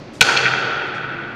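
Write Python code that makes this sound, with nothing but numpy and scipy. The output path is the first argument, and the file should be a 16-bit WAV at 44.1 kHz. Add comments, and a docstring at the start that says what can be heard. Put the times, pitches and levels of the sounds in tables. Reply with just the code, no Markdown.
"""Scooter slam in a parking garage

A kick scooter slams onto concrete with a crack and a ring of its frame, overloading the microphone.
Deck and fork clack as the rider settles, and the large hall rings on. The wheels roll away,
shaken by the grain of the floor, under faint scuffs and over the drone of the ventilation."""
import sys
import numpy as np
from scipy import signal
from scipy.fft import rfft, irfft, next_fast_len
from scipy.io import wavfile
from scipy.ndimage import map_coordinates

SR = 44100
rng = np.random.default_rng(int(sys.argv[2]) if len(sys.argv) > 2 else 0)


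def wrap_up_sound(samples):
    """Save the sound to the file named by the first command line argument, as 16-bit audio."""
    columns = np.atleast_2d(samples).T
    # keep every value between -1 and 1, then stretch to whole-number steps
    tamed = np.clip(columns, -1, 1)
    steps = np.round(tamed * 32767).astype(np.int16)
    wavfile.write(sys.argv[1], SR, steps)


N = 59535


def amp(db):
    """Decibels to gain."""
    return 10 ** (np.asarray(db) / 20)


def unit(x):
    """Scale to rms 1."""
    return x / np.sqrt(np.mean(x ** 2) + 1e-20)


def along(points, hz):
    """Read a curve of (Hz, value) points on a log frequency axis."""
    freqs, values = np.transpose(points)
    return np.interp(np.log(hz + 1), np.log(freqs + 1), values)


def filtered(x, response):
    """Shape x with a complex frequency response."""
    size = next_fast_len(len(x) + SR // 5)
    return irfft(rfft(x, size) * response(np.fft.rfftfreq(size, 1 / SR)), size)[:len(x)]


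def noise(colour, size=N):
    """Coloured noise of rms 1."""
    return unit(filtered(rng.standard_normal(size), lambda hz: amp(along(colour, hz))))


def wobble(rate):
    """A smooth random curve with rate knots a second."""
    return map_coordinates(rng.standard_normal(N // 20), [np.arange(N) * rate / SR], mode="mirror")


def since(start):
    """Seconds since start, zero before."""
    return np.maximum(np.arange(N) / SR - start, 0)


def passband(x, hz, kind, order=4):
    """A causal low-pass or high-pass."""
    return signal.sosfilt(signal.butter(order, np.clip(hz, 10, SR * .45), kind, fs=SR, output="sos"), x)


def landing(hall_layers=4):
    """The wheels slam down; the hit bounces off the low ceiling and pillars and fills the hall."""
    # Each row: start in seconds, gain in dB, high cut in Hz, low cut in Hz.
    touchdowns = [(0.2084, 4.5, 3320, 2900), (0.2109, -0.5, 12300, 1830), (0.2146, -1, 4490, 60)]
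    # Early reflections. Each row: delay in seconds, gain in dB.
    bounces = [(.0065, -22.5), (0.0132, -10.5), (0.0167, -27)]
    dry = sum(contact(*row, ring_scale=0.84) for row in touchdowns)
    early = filtered(dry, lambda hz: sum(amp(db) * np.exp(-2j * np.pi * hz * s) for s, db in bounces))
    # Every layer of the hall gets a fresh crack and a fresh tail.
    hall = sum(garage(contact(*row, ring_scale=0.74)) for row in touchdowns for _ in range(hall_layers))
    return dry + early + hall / np.sqrt(hall_layers)


def contact(start, db, high_cut, low_cut, ring_scale, crack_db=1, crack_t60=0.019, attack_s=0.00014):
    """One knock: a dry crack and the ring of the frame, duller when the contact is soft."""
    # Frame modes. Each row: pitch in Hz, level in dB, T60 in seconds before ring_scale.
    modes = [(458, -18.5, 0.13), (562, -21, 0.067), (782, -12.5, 0.034), (940, -18, 0.093),
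             (1322, -12.5, 0.048), (1488.4, -1.5, 0.045), (1873, -13, 0.037), (2398, 1, 0.015),
             (2683, -5, 0.031), (2899, -15, 0.029), (3298, -5.5, 0.027), (3648, -9, .025),
             (4292, -2, 0.027), (4920, -16.5, 0.019), (6280, -10, 0.031)]
    # Each row: frequency in Hz, relative level of the crack in dB.
    crack_colour = [(40, -33.5), (130, -13.5), (450, -9), (900, -4), (1100, -5), (2500, -3), (4500, -3),
                    (5500, -2.5), (7500, -10), (10000, -17), (15000, -30.5)]
    t = np.arange(SR // 6) / SR
    ring = 0
    for k, (hz, level, t60) in enumerate(modes):
        decay = amp(level + rng.standard_normal() - 60 * t / (t60 * ring_scale))
        ring += (-1) ** k * decay * np.sin(2 * np.pi * hz * t)
    crack = amp(crack_db - 60 * t / crack_t60) * noise(crack_colour, size=len(t))
    hit = (ring + crack) * (1 - np.exp(-t / attack_s))
    hit = passband(passband(hit, high_cut, "low"), low_cut, "high")
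    return amp(db) * np.pad(hit, (round(start * SR), N))[:N]


def clacks(send_db=-16.5):
    """Deck and fork knock as the rider's weight settles, with less crack under load."""
    # Each row: start in seconds, gain in dB, high cut in Hz, low cut in Hz.
    knocks = [(.2872, -2.5, 1720, 980), (0.2936, -1, 1570, 930), (.303, -10.5, 1440, 600),
              (0.3181, -6, 1390, 727), (0.3273, -7.5, 1410, 800), (0.353, -6, 1500, 600),
              (0.365, -10.5, 4200, 1975), (.3705, -11.5, 5500, 2040), (0.3739, -8, 6000, 2130),
              (0.39, -10.5, 3000, 1490), (0.447, -10.5, 2470, 2000), (0.455, -3, 2170, 1500),
              (0.462, -1.5, 2230, 1600), (0.4684, -6.5, 2050, 1300), (0.4743, -10, 2290, 1410),
              (.481, -10.5, 3020, 1460), (0.536, -4, 1650, 1120), (0.625, -13.5, 1590, 923),
              (.706, -13, 1616, 960), (0.7906, -28, 1590, 910), (0.8174, -9.5, 1600, 1000)]
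    dry = sum(contact(*row, ring_scale=0.97, crack_db=-4.5) for row in knocks)
    return dry + amp(send_db) * garage(dry)


def garage(x, gain_db=0.5, build_s=0.027):
    """Long concrete reverb: it builds quickly, and the mids hang on longest."""
    # Each row: frequency in Hz, reverb T60 in seconds.
    decay_times = [(120, 1), (500, 3.5), (1400, 5), (2500, 3.5), (4200, 1.8444), (6400, 1.17),
                   (9000, 0.7853), (14000, 0.47)]
    # Each row: frequency in Hz, gain of the tail in dB.
    colour = [(60, -4.5), (130, 6.5), (400, 7), (600, 3.5), (900, 3.5), (1020, 0), (1150, 8.5), (1480, 0.5),
              (1900, 0.5), (2500, -6.5), (3350, -5), (4280, -7), (4700, 2.5), (5300, -8.5), (6450, 1.5),
              (8000, -6), (10000, -2.5), (14000, -7.5)]
    hz, t, bands = signal.stft(rng.standard_normal(N), SR, nperseg=256)
    decay = amp(-60 * t / along(decay_times, hz)[:, None])
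    tail = signal.istft(bands * decay, SR, nperseg=256)[1][:N]
    tail = filtered(tail, lambda f: amp(along(colour, f)))
    tail *= 1 - np.exp(-since(0) / build_s)
    return amp(gain_db) * signal.fftconvolve(x, tail)[:N] / np.sqrt(SR / 10)


def wheels(roughness_db=3.5):
    """The grain of the floor shakes the scooter's resonances through hard wheels as it rolls away."""
    # Each row: time in seconds, level of the roll in dB.
    fader = [(.2, -85), (.23, -24.5), (.4, -29), (0.551, -24), (0.799, -30.5), (1.052, -36.5),
             (1.35, -38.5)]
    # Each row: centre in Hz, width in Hz, gain in dB.
    resonances = [(129.9, 6.9, 6), (195, 24, -6.5), (377, 102.5, -5.5), (572, 210, -11.5),
                  (787, 380, -11.5), (1396, 70, -8.5), (1475, 82, 3), (2470, 250, -15.5), (3250, 120, -9.5)]
    grain = rng.standard_normal(N) * amp(-roughness_db * wobble(rate=70))
    rolling = filtered(grain, lambda f: sum(
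        (-1) ** k * amp(db) * 1j * f * width / (centre ** 2 - f ** 2 + 1j * f * width)
        for k, (centre, width, db) in enumerate(resonances)))
    rolling = passband(rolling, hz=3720, kind="low")
    rolling = passband(rolling, hz=79, kind="high", order=3)
    return unit(rolling) * amp(np.interp(since(0), *np.transpose(fader)))


def scuffs():
    """Faint hissy ticks and scuffs around the rider."""
    # Each row: start in seconds, gain in dB, rise in seconds, T60 in seconds, high cut in Hz.
    bursts = [(.13, -44.5, 0.0081, 0.44, 10800), (0.43, -45, 0.0012, 0.02, 15800),
              (.586, -43, 0.0028, .05, 11100), (.866, -47.5, 0.004, 0.061, 8000),
              (.94, -40, 0.0087, .2, 5570)]
    # Each row: frequency in Hz, relative level of the hiss in dB.
    colour = [(800, -28.5), (3000, -2.5), (6500, -0.5), (9000, -7.5), (13000, -15), (16000, -25)]
    mix = np.zeros(N)
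    for start, db, rise, t60, high_cut in bursts:
        t = since(start)
        envelope = amp(db - 60 * t / t60) * (1 - np.exp(-t / rise))
        mix += envelope * passband(noise(colour), high_cut, "low", order=3)
    return mix


def takeoff_echo(level_db=-52, t60=1.8):
    """A fading wash of noise: the hall still rings from the take-off."""
    # Each row: frequency in Hz, relative level in dB.
    colour = [(400, -23), (1400, -10), (3300, -11), (4500, -2.5), (6500, -13.5), (8000, -26.5),
              (12000, -49)]
    return amp(level_db - 60 * since(0) / t60) * noise(colour)


def ventilation(level_db=-36):
    """Moving air lays a steady low drone under everything."""
    # Each row: frequency in Hz, relative level in dB.
    colour = [(25, -12.5), (55, -14), (100, -1), (140, 1), (260, -0.5), (360, 2), (430, -5.5), (600, -4.5),
              (750, -12), (2300, -18), (4500, -28.5), (6500, -39), (8000, -50.5), (10000, -56.5),
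              (15500, -80.5)]
    return amp(level_db) * noise(colour)


def scene():
    """Scooter and hall over the ventilation, in mono."""
    return (landing() + clacks() + wheels() + scuffs() + ventilation() + takeoff_echo())[None]


def record(dry, top_hz=15900):
    """The slam clips the microphone at full scale; a steep low-pass trims the very top."""
    band_limit = signal.ellip(12, .1, 100, top_hz, fs=SR, output="sos")
    return signal.sosfilt(band_limit, np.clip(dry, -1, 1))


dry = scene()
out = record(dry)
wrap_up_sound(out)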